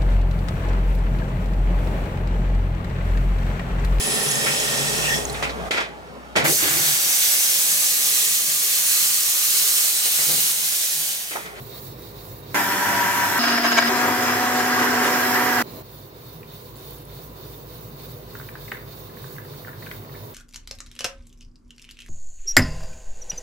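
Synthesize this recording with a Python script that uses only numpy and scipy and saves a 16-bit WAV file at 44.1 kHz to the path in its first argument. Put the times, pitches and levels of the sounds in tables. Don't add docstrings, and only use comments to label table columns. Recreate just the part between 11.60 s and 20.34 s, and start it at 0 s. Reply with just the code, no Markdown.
import sys
import numpy as np
from scipy import signal
from scipy.io import wavfile
from scipy.ndimage import uniform_filter1d

SR = 44100
rng = np.random.default_rng(int(sys.argv[2]) if len(sys.argv) > 2 else 0)


def wrap_up_sound(samples):
    columns = np.atleast_2d(samples).T
    tamed = np.clip(columns, -1, 1)
    steps = np.round(tamed * 32767).astype(np.int16)
    wavfile.write(sys.argv[1], SR, steps)


def field_ratio(decibels):
    return 10 ** (np.asarray(decibels, dtype=float) / 20)


N = 385377

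CUTS_S = [
    0,
    0.944,
    1.79,
    2.29,
    4.025,
    4.225,
    8.74,
]

# (frequency [Hz], density [dB/Hz])
DRONE = [(15, -40), (25, -25), (48, -8), (75, -7.5), (131, 0), (193, -10), (402, -6), (455, -10), (494, -9),
         (790, -17), (1030, -11), (1370, -21), (3300, -30.5), (4290, -59), (7260, -120)]
# (start [dB], end [dB])
DRONE_ENDS_DB = [
    (-45, -46),
    (-44, -43),
    (-48.5, -45),
]
# (frequency [Hz], width [Hz], boost [dB])
ROOM_MODES = [(79, 16, -10), (96.7, 7.5, 5), (119.5, 6.7, 5.5), (143.6, 10.2, 7.5), (162, 9, 2.5),
              (230.4, 14, 6), (318, 10, 3), (405, 16, 8.5), (490, 14, 9), (644, 22, 3.5)]
# (frequency [Hz], likeness [0-1])
KITCHEN_SAME = [(60, 0.75), (130, 0.97), (290, 0.94), (640, 0.65), (1410, 0.44), (3100, 0.04),
                (6820, 0.028), (15000, -0.097)]
# (frequency [Hz], L-R [dB])
KITCHEN_PAN = [(60, -1), (130, 0.5), (290, -2), (640, -3), (1410, 1.5), (3100, -3), (6820, -2), (15000, -7)]
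# (time [s], pitch [Hz])
HUM = [(0, 54), (4.3, 55.7), (5.7, 54), (6, 53.2), (7.7, 53), (8.2, 49.23), (8.74, 49.1)]
# (time [s], strength [dB], half width [s])
HUM_SWELLS = [
    (.6, 9.5, 0.29),
    (4.3, 5, .15),
    (5.55, 10, 0.59),
    (6.6, 7.5, .6),
    (7.3, 6, .3),
    (8.31, 9, .08),
    (8.58, 4, .08),
]
# (time [s], strength [dB])
CHUFFS = [(-.2, 2.5), (.05, 4), (.345, 0.5), (.515, 1.5), (.83, 1.5), (4.02, 1), (4.222, -2), (4.54, -1.7),
          (4.84, -0.5), (5.145, 1), (5.45, -0.3), (5.75, 0.6), (6.04, 0.5), (6.339, 1), (6.65, 1),
          (6.94, 0.9), (7.24, 0.5), (7.535, 1.5), (7.85, 1), (8.15, 1), (8.47, -0.5)]
# (frequency [Hz], density [dB/Hz])
STEAM_LOW = [(1530, -8), (2600, -11), (2670, -10.5), (3350, -9), (3650, -1), (4500, -2.5), (5390, -11),
             (7000, -20), (9100, -21), (15400, -120)]
STEAM_TOP = [(3240, -31), (5500, -9), (7560, -9.5), (8860, -13.5), (10200, -7), (11000, -8.5), (12000, -3),
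             (13400, -4), (15000, 4.5), (15400, 6.5), (15780, 5.5), (15950, -40)]
# (peak [dB], rise [s], rise depth [dB], hold [s], sag [dB/s], share of strength)
STEAM_LOW_SHAPE = (-56.8, .07, 5.5, .05, 38, .9)
STEAM_TOP_SHAPE = (-52, .11, 5.5, .09, 52, 1.1)
# (frequency [Hz], width [Hz], boost [dB])
VALVE = [(3618, 25, 2), (3750, 40, 2.5), (4095, 30, 4), (4250, 50, 1.5)]
# (start [s], end [s], a loud moment [s], beat period [s])
THROBS = [
    (0, .944, .115, .195),
    (.944, 1.79, 1.105, .194),
    (2.29, 4.025, 2.83, .284),
    (4.225, 6.4, 4.98, .19),
    (6.4, 8.74, 8.59, .1902),
]
# (first [dB rms], last [dB rms])
THROB_ENDS_DB = [
    (-46, -47),
    (-47, -45.5),
    (-43, -45),
    (-50, -50),
    (-48, -41.5),
]
# (time [s], length [s], first pitch [Hz], last pitch [Hz], level [dB rms])
GLIDES = [
    (.757, .062, 15600, 11050, -55),
    (3.56, 0.32, 1514, 1823, -30),
    (4.166, 0.07, 645, 630, -47.5),
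]

# (time [s], speed [Hz])
SPEEDS = [
    [(.95, 197), (1.08, 194.5), (1.15, 195), (1.3, 194), (1.5, 193.6), (1.6, 194), (1.78, 192.3)],
    [(1.8, 238.6), (2.1, 238.4), (2.18, 237.5), (2.28, 238.6)],
    [(2.3, 245.8), (2.8, 246.2), (3.1, 246.7), (4, 246.5)],
]
# (multiple of shaft speed, level [dB rms])
ORDERS = [
    [(1, -42), (2, -48.5), (3, -41.5), (4, -39.5), (5, -31), (7, -37), (8, -38), (9, -36), (12, -53),
     (24, -62), (27, -58)],
    [(1, -31), (3, -35), (4, -43), (7, -41), (17, -54.5), (24, -63)],
    [(1, -31.5), (2, -41), (3, -30), (4, -39.5), (5, -54), (7, -46), (16, -51), (24, -50), (48, -54)],
]
# (churn [dB], air and brush hiss [dB], brush sizzle [dB])
LOADS_DB = [
    (-21.5, -31, -33),
    (-22.5, -27.5, -36),
    (-21, -32, -34.5),
]
# (time [s], strength [dB])
SURGES = [(.975, 0.5), (1.06, -1), (1.9, 2), (2.02, -2.5), (2.065, 1), (2.19, 0.5), (2.39, 2), (2.68, 1.5),
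          (2.98, 2), (3.23, 2), (3.32, 0), (3.46, 3.5), (3.54, 2), (3.76, 1.5)]
# (frequency [Hz], density [dB/Hz])
CHURNS = [
    [(35, -65), (60, -35), (92, -10.5), (161, -14), (188, -12), (512, -16), (567, -17.5), (867, -8),
     (950, 0), (1180, -8.5), (1600, -5), (3500, -16.5), (4550, -59), (7700, -120)],
    [(35, -74), (60, -38), (92, -16.5), (191, -21), (238, -19), (307, -13.5), (486, -15), (695, -14),
     (770, -14.5), (1470, -5.5), (1630, -7.5), (3500, -23), (4550, -52), (7700, -120)],
    [(35, -66), (60, -55), (92, -10), (201, -16), (242, -12.5), (313, -10.5), (607, -10.5), (719, -10.5),
     (800, -8), (961, -6), (1600, -4), (3500, -21), (4550, -63), (7700, -120)],
]
# (frequency [Hz], density [dB/Hz])
HISSES = [
    [(1650, -14.5), (2800, -7.5), (3800, -7.5), (4870, -5.5), (5150, -6.5), (5500, -4.5), (7680, -7),
     (8480, -11.5), (9640, -6), (10900, -8), (13500, -1), (15300, -9)],
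    [(1650, -34), (2800, -5.5), (3620, -10), (4700, -6), (5150, -1), (5700, -12), (6480, -12), (9170, -20),
     (13100, -13.5), (15300, -16)],
    [(1650, -41), (2800, -5.5), (3640, -6.5), (4800, -4), (5270, -2), (6210, -5), (7680, -6), (8420, -11),
     (11200, -9.5), (13200, -3.5), (15300, -10)],
]
# (frequency [Hz], width [Hz], boost [dB])
HOUSING = [(77, 24, -11), (100, 13, 0.5), (282, 49, 9), (374, 73, 6.5), (692, 25, 5.5), (954, 44, 5.5),
           (1320, 37, 1), (1607, 57, 7), (1760, 110, 3), (1950, 120, 6), (2340, 48, 5.5), (12200, 500, 3),
           (13400, 500, 0)]
# (frequency [Hz], width [Hz], boost [dB])
FILLING = [
    [(684, 20, 5.5), (828, 25, 5), (5270, 76, 5), (13500, 300, 2)],
    [(5080, 60, 3), (5240, 60, 4.5), (687, 25, -3), (13450, 250, 6), (12300, 300, 2)],
    [(1590, 48, -2), (380, 87, 2), (1226, 210, 1.5), (5160, 160, 6), (11870, 150, 3.5), (12550, 300, -2),
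     (13220, 150, -4), (13420, 250, 3), (14300, 900, -1), (8800, 1000, -2.5), (8820, 150, 6)],
]
# (frequency [Hz], level [dB rms])
RINGS = [
    [(1565, -37), (1750, -43)],
    [(686, -39), (1575, -39), (1628, -35), (5110, -40)],
    [(1610, -44), (1760, -47)],
]
# (frequency [Hz], likeness [0-1])
BLENDER_SAME = [(60, 0.98), (130, 0.75), (290, 0.94), (640, 0.8), (1410, 0.48), (3100, 0.46), (6000, 0.3),
                (9500, 0.023)]
# (frequency [Hz], L-R [dB])
BLENDER_PAN = [(60, -10), (130, 2), (290, -2), (640, -1), (1410, 1.5), (3100, -2.5), (6820, -2.5),
               (15000, -5)]
# (first L-R [dB], last L-R [dB])
LEANS_DB = [
    (.5, 0.9),
    (.9, 0.5),
    (1.8, -1.5),
]
# (time [s], peak [dB], length [s], share of plain grit [0-1], lateness of peak)
ICE = [
    (1.824, -13.5, 0.026, 0.4, 1.4),
    (1.872, -16.5, 0.024, 0.54, 1.5),
    (1.912, -21, 0.022, 0.7, 1.4),
    (1.974, -12.5, 0.011, 0.3, 1.4),
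    (2.031, -12, 0.042, 0.46, 1.2),
    (2.117, -14, 0.018, 0.75, .35),
    (2.1633, -3.5, .0285, 0.3, 2.4),
    (2.222, -12.5, 0.0085, 0.46, .6),
    (2.267, -19, 0.022, 0.7, 1.4),
    (2.32, -21, 0.0061, 0.3, 1.4),
]
# (frequency [Hz], level [dB], t60 [s])
JAR = [(675, 0, 0.04), (930, -0.5, 0.036), (1086, 0, 0.026), (1312, -2, 0.03), (1634, 6, 0.015),
       (2300, 2.5, 0.017), (2994, -0.5, 0.01), (3950, 0, 0.0075), (4994, -6, 0.019), (6400, 0.5, 0.0045),
       (8100, -7, .004)]

# (time [s], peak [dB], pitch [Hz], L-R [dB])
PLOPS = [(4.8298, -42, 2300, 0.5), (6.7516, -33.5, 1374, -2.0), (6.7984, -34.5, 1472, -3.5),
         (6.8114, -37, 1440, 4), (6.8274, -46, 1520, 2.5), (6.8902, -39, 1600, 1.5),
         (6.9526, -30.5, 1490, -1), (7.0795, -34.5, 1960, 3), (7.1169, -20, 1780, 0),
         (7.1444, -34, 1650, 1), (7.1694, -39, 1970, 0.0), (7.2265, -42, 1460, 1.0),
         (7.5697, -42, 1680, -1.0), (7.6415, -38.5, 1510, -8), (7.764, -43, 1950, 8),
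         (7.7817, -32, 1560, -3.0), (7.8486, -43, 1810, 0.5), (7.9349, -42, 1510, -2.5),
         (8.0475, -37.5, 1720, 2), (8.073, -35, 1400, 1), (8.081, -31.5, 1380, -1), (8.1304, -40, 1600, 6),
         (8.2223, -37, 1820, -1.5), (8.2624, -36, 2340, -3), (8.312, -30.5, 1923, 1),
         (8.447, -43, 1780, -2.0), (8.4936, -44, 1840, 0.5), (8.5413, -40, 1270, 0.5)]
# (time [s], peak [dB], pitch [Hz], L-R [dB])
OVERTONES = [(6.887, -36, 2300, 1.5), (6.812, -45, 2000, .4), (7.118, -28.5, 770, .3),
             (7.119, -38, 2700, .3), (8.268, -32, 1470, -.4), (6.752, -41, 1800, -2), (8.313, -36, 1400, 0),
             (7.496, -45, 1650, 0), (7.792, -44, 1450, 0), (8.09, -40, 1750, 0), (8.228, -40, 1900, 0),
             (8.548, -42, 1700, 0), (7.155, -42, 2000, 0), (7.176, -41, 1300, 0), (8.3125, -37, 3100, -.4),
             (8.553, -43, 2100, 1.5), (5.5, -50, 2000, .4)]
# (time [s], peak [dB], pitch [Hz])
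SPITS = [
    (5.157, -40, 7500),
    (5.1652, -36, 10000),
    (5.172, -39, 7300),
    (5.1841, -35, 10500),
    (5.194, -38, 7000),
    (5.2839, -39, 10300),
    (5.3084, -25, 12300),
    (5.3837, -32, 10300),
    (5.4171, -35, 11000),
    (5.452, -33, 10200),
]
# (frequency [Hz], level [dB], t60 [s])
GLASS = [(829.5, 0, 0.028), (1460, 4, 0.025), (1950, -3, 0.04), (2300, -12, .04), (3430, -12, .04),
         (4900, -10, .015), (7750, -1.5, .012)]

DRONE_SETTLE_S, DRONE_LAG_S = 1.4, -0.0003
HUM_DB, HUM_BEAT, THROB_HZ = -57.5, .4, 101.8
WHINE_HZ, WHINE_DB = 2757, -75
PORT_LAG_S = .00008
SURGE_HALF_S, SURGE_HISS, SURGE_SIZZLE = 0.037, 1, .1
WARM_FROM_S, WARM_S, WARM_DB, CREEP_DB_PER_S = 3.46, 0.086, 2.5, -0.3
BUBBLE_RING_S, BUBBLE_RISE_S = .026, .0017
EDGE_HZ = 15890


def evened(x):
    return x / np.sqrt(np.mean(x ** 2) + 1e-20)


def read(points, hz):
    f, value = np.transpose(points)
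    return np.interp(np.log(hz + 1), np.log(f + 1), value)


def add(mix, s, sound):
    part = mix[:, round(s * SR):][:, :sound.shape[-1]]
    part += sound[..., :part.shape[1]]


def clock(cut):
    return np.arange(round(CUTS_S[cut] * SR), round(CUTS_S[cut + 1] * SR)) / SR


def curve(rows, cut):
    s, value = np.transpose(rows)
    return np.interp(clock(cut), s, value)


def bump(t, s, half_s):
    return np.exp(-((t - s) / half_s) ** 2)


def band(order, edges_hz, kind, x, filt=signal.sosfilt):
    return filt(signal.butter(order, edges_hz, kind, fs=SR, output="sos"), x)


def noise(length, colour, modes, same, pan, patchy_db, flicker_db, ripple_db, size=1024, lag_s=0):
    frames, hz = 4 * length // size + 5, np.fft.rfftfreq(size, 1 / SR)
    a, b, c, d, patches = rng.standard_normal((frames, len(hz), 5)).T
    patches = uniform_filter1d(patches, size=10, axis=0)
    patches = evened(uniform_filter1d(patches, size=8, axis=1))
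    gusts = evened(uniform_filter1d(rng.standard_normal(frames), size=4))
    fixed = uniform_filter1d(rng.standard_normal((3, len(hz))), size=2, axis=1)
    ripple, ripple_right, skew = (evened(v) for v in fixed)
    db = read(colour, hz)
    for f, width, boost in modes:
        db = db + boost / (1 + (2 * (hz - f) / width) ** 2)
    like = np.clip(read(same, hz), .02, 1)
    share = np.maximum(like, .56)
    turn = np.exp(1j * np.sqrt(2 * np.log(share / like)) * skew - 2j * np.pi * hz * lag_s)
    left = a + 1j * b
    right = (share * turn)[:, None] * left + np.sqrt(1 - share ** 2)[:, None] * (c + 1j * d)
    z = np.array([left, right]) * field_ratio(db[:, None] + patchy_db * patches + flicker_db * gusts)
    sides_db = np.outer([.5, -.5], read(pan, hz))
    sides_db += ripple_db * np.array([ripple, like * ripple + (1 - like) * ripple_right])
    z *= field_ratio(sides_db)[:, :, None]
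    sound = signal.istft(z, nperseg=size, noverlap=3 * size // 4)[1]
    return evened(sound[:, :length])


def shaft(turns, orders, waver_db, lean_db, lag):
    out = np.zeros((2, len(turns)))
    at = np.arange(len(turns)) / 200
    for k, db in orders:
        slow = uniform_filter1d(rng.standard_normal((3, len(turns) // 200 + 30)), size=12, axis=1)
        swell, slip, lean = (np.interp(at, np.arange(len(v)), evened(v)) for v in slow)
        phase = 2 * np.pi * (round(k) * turns + rng.random()) + lag * np.sqrt(k) * slip
        far = rng.normal(0, 0.324 * np.sqrt(k))
        line = np.array([field_ratio(lean_db * lean) * np.sin(phase), np.sin(phase + far)])
        out += np.sqrt(2) * field_ratio(db + waver_db * swell) * line
    return out


def ringing(modes, length):
    t = np.arange(length) / SR
    return sum(field_ratio(db - 60 * t / t60) * np.sin(2 * np.pi * hz * t) for hz, db, t60 in modes)


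def room(x, t60, first_s):
    at = np.arange(round(first_s * SR), SR // 2, 20)
    taps = np.zeros((2, SR // 2 + 20))
    for side in taps:
        sign = rng.choice([-1., 1.], len(at))
        side[at + rng.integers(0, 20, len(at))] = sign * field_ratio(-60 * at / SR / t60)
    taps = signal.lfilter([1], [1, -.5], taps)
    return signal.oaconvolve(x, taps / np.linalg.norm(taps[0]), axes=1)[:, :N]


def chuffing(t, peak_db, rise_s, depth_db, hold_s, sag_db_per_s, share):
    s, db = np.transpose(CHUFFS)
    last = np.searchsorted(s, t) - 1
    since = t - s[last]
    level_db = share * db[last] - depth_db * np.maximum(1 - since / rise_s, 0)
    level_db -= sag_db_per_s * np.maximum(since - rise_s - hold_s, 0)
    return peak_db + uniform_filter1d(level_db, size=600)


def kitchen(cut, drone_ends_db):
    t, place = clock(cut), (KITCHEN_SAME, KITCHEN_PAN)
    n = len(t)
    first_db, last_db = drone_ends_db
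    drone_db = last_db + (first_db - last_db) * np.exp(-(t - t[0]) / DRONE_SETTLE_S)
    drone = noise(n, DRONE, ROOM_MODES, *place, patchy_db=0.7, flicker_db=0.33, ripple_db=1.0,
                  size=4096, lag_s=DRONE_LAG_S)
    drone = evened(drone + 0.058 * (drone ** 2 - 1))
    hum_db = HUM_DB + sum(db * bump(t, s, half_s) for s, db, half_s in HUM_SWELLS)
    hum = np.sqrt(2) * np.sin(2 * np.pi * np.cumsum(curve(HUM, cut)) / SR)
    hum *= 1 + HUM_BEAT * np.cos(2 * np.pi * (t - 5.51) / THROBS[-1][-1])
    whine = shaft(WHINE_HZ * t, [(1, WHINE_DB)], waver_db=2, lean_db=2, lag=.4)
    low = noise(n, STEAM_LOW, VALVE, *place, patchy_db=1.3, flicker_db=1.37, ripple_db=2.2)
    top = noise(n, STEAM_TOP, [], *place, patchy_db=1.5, flicker_db=0.8, ripple_db=0.5)
    sound = field_ratio(drone_db + 5.0) * drone + field_ratio(hum_db) * hum + whine
    sound += field_ratio(chuffing(t, *STEAM_LOW_SHAPE) + 7.5) * low
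    sound += field_ratio(chuffing(t, *STEAM_TOP_SHAPE) + 7.0) * top
    return CUTS_S[cut], sound * signal.windows.tukey(n, 60 / n)


def throb():
    out = np.zeros((2, N))
    for (start, end, loud_s, period_s), ends_db in zip(THROBS, THROB_ENDS_DB):
        t = np.arange(round(start * SR), round(end * SR)) / SR
        beat = np.cos(np.pi * (t - loud_s) / period_s) * field_ratio(np.linspace(*ends_db, len(t)))
        tone = np.sin(2 * np.pi * THROB_HZ * t + [[0], [.35]]) * field_ratio(np.array([[-1.6], [-.4]]))
        add(out, start, np.sqrt(2) * beat * tone * signal.windows.tukey(len(t), .05))
    return out


def glides():
    out = np.zeros((2, N))
    for (s, length_s, first_hz, last_hz, db), haste in zip(GLIDES, [4.2, 1.6, 1.5]):
        u = np.arange(round(length_s * SR)) / (length_s * SR)
        left_to_go = (np.exp(-haste * u) - np.exp(-haste)) / (1 - np.exp(-haste))
        hz = last_hz + (first_hz - last_hz) * left_to_go
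        fuzz = evened(uniform_filter1d(rng.standard_normal((2, len(u))), size=300, axis=1))
        tone = np.sin(2 * np.pi * np.cumsum(hz) / SR + 0.81 * fuzz) * field_ratio(3 * fuzz[::-1])
        add(out, s, np.sqrt(2) * field_ratio(db) * tone * signal.windows.tukey(len(u), .4))
    return out


def load_of(cut, churn_db, hiss_db, sizzle_db):
    t = clock(cut)
    surge_db = sum(db * bump(t, s, SURGE_HALF_S) for s, db in SURGES)
    warm_db = WARM_DB * np.clip((t - WARM_FROM_S) / WARM_S, 0, 1) + CREEP_DB_PER_S * (t - t[0])
    return churn_db + surge_db, hiss_db + SURGE_HISS * surge_db, sizzle_db + SURGE_SIZZLE * surge_db + warm_db


def blender(cut, speed, load_db, orders, churn, hiss, rings, filling, lean_db):
    churn_db, hiss_db, sizzle_db = load_of(cut, *load_db)
    turns = np.cumsum(curve(speed, cut)) / SR
    n, modes, place = len(turns), HOUSING + filling, (BLENDER_SAME, BLENDER_PAN)
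    low = noise(n, churn, modes, *place, patchy_db=1.1, flicker_db=1.0, ripple_db=1.5,
                size=4096, lag_s=PORT_LAG_S)
    low *= 1 + 0.17 * np.cos(2 * np.pi * turns)
    high = noise(n, hiss, modes, *place, patchy_db=2.0, flicker_db=0.27, ripple_db=1.8,
                 size=2048, lag_s=PORT_LAG_S)
    sizzle = band(4, 10500, "highpass", high, signal.sosfiltfilt)
    sound = field_ratio(churn_db - .8) * low
    sound += field_ratio(hiss_db + 1.6) * evened(high - sizzle) + field_ratio(sizzle_db + 2.5) * evened(sizzle)
    sound += shaft(turns, orders, waver_db=1.8, lean_db=1.2, lag=.22)
    sound += shaft(clock(cut), rings, waver_db=3.5, lean_db=2, lag=.045)
    sound *= field_ratio(np.linspace(*lean_db, n) * np.array([[.5], [-.5]]))
    return CUTS_S[cut], sound * signal.windows.tukey(n, 60 / n)


def ice(speed_hz):
    blows = np.zeros((2, N))
    for s, db, length_s, grit, late in ICE:
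        t = np.arange(round(length_s * SR)) / SR
        hits = np.diff(np.floor(t * speed_hz), prepend=-1)
        drive = (1 - grit) * hits + grit * 0.16 * rng.standard_normal((2, len(t)))
        swell = np.sqrt(np.sin(np.pi * ((t + 0.001) / (length_s + 0.0017)) ** late))
        add(blows, s, field_ratio(db) * drive * swell)
    jar = ringing(JAR[1::2], length=3000) - ringing(JAR[::2], length=3000)
    jar = band(2, 550, "highpass", jar)
    knocks = signal.oaconvolve(blows, jar[None] / abs(jar).max(), axes=1)[:, :N]
    return knocks + field_ratio(-14.0) * room(knocks, t60=0.1, first_s=0.0034)


def pouring():
    plops, t = np.zeros((2, N)), np.arange(2000) / SR
    glass = ringing(GLASS, length=6000) * np.minimum(np.arange(6000) / (.0012 * SR), 1)
    envelope = field_ratio(-60 * t / BUBBLE_RING_S) * np.sin(np.pi / 2 * np.minimum(t / BUBBLE_RISE_S, 1)) ** 2
    for s, db, hz, pan_db in PLOPS + OVERTONES:
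        cycles = hz * (t + 0.00045 * (1 - np.exp(-t / 0.0017)))
        tear = evened(band(2, [0.62 * hz, 1.22 * hz], "bandpass", rng.standard_normal((2, len(t)))))
        body = (np.sin(2 * np.pi * cycles) + 0.69 * tear) * envelope
        add(plops, s, field_ratio(db + 3.0) * field_ratio(np.array([[pan_db / 2], [-pan_db / 2]])) * body)
        add(plops, s, field_ratio(1.46 * db - 7.0) * glass[None])
    for s, db, hz in SPITS:
        tick = rng.standard_normal((2, len(t))) * field_ratio(db + 2.5 - 60 * t / 0.014)
        add(plops, s, band(2, [0.91 * hz, 1.1 * hz], "bandpass", tick))
    return plops + field_ratio(-9.0) * room(plops, t60=0.35, first_s=0.0041)


def scene():
    mix = throb() + glides()
    for stretch in zip([0, 4, 5], DRONE_ENDS_DB):
        add(mix, *kitchen(*stretch))
    for stretch in zip([1, 2, 3], SPEEDS, LOADS_DB, ORDERS, CHURNS, HISSES, RINGS, FILLING, LEANS_DB):
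        add(mix, *blender(*stretch))
    return mix + ice(speed_hz=225.2) + pouring()


def low_pass(x):
    return signal.sosfilt(signal.butter(12, 15750, fs=SR, output="sos"), x)


def record(dry):
    thin = band(3, 45, "highpass", dry)
    edge = signal.firwin(1023, EDGE_HZ, window=("kaiser", 10), fs=SR)
    return low_pass(signal.oaconvolve(thin, edge[None], "same"))


dry = scene()
out = record(dry)
wrap_up_sound(out)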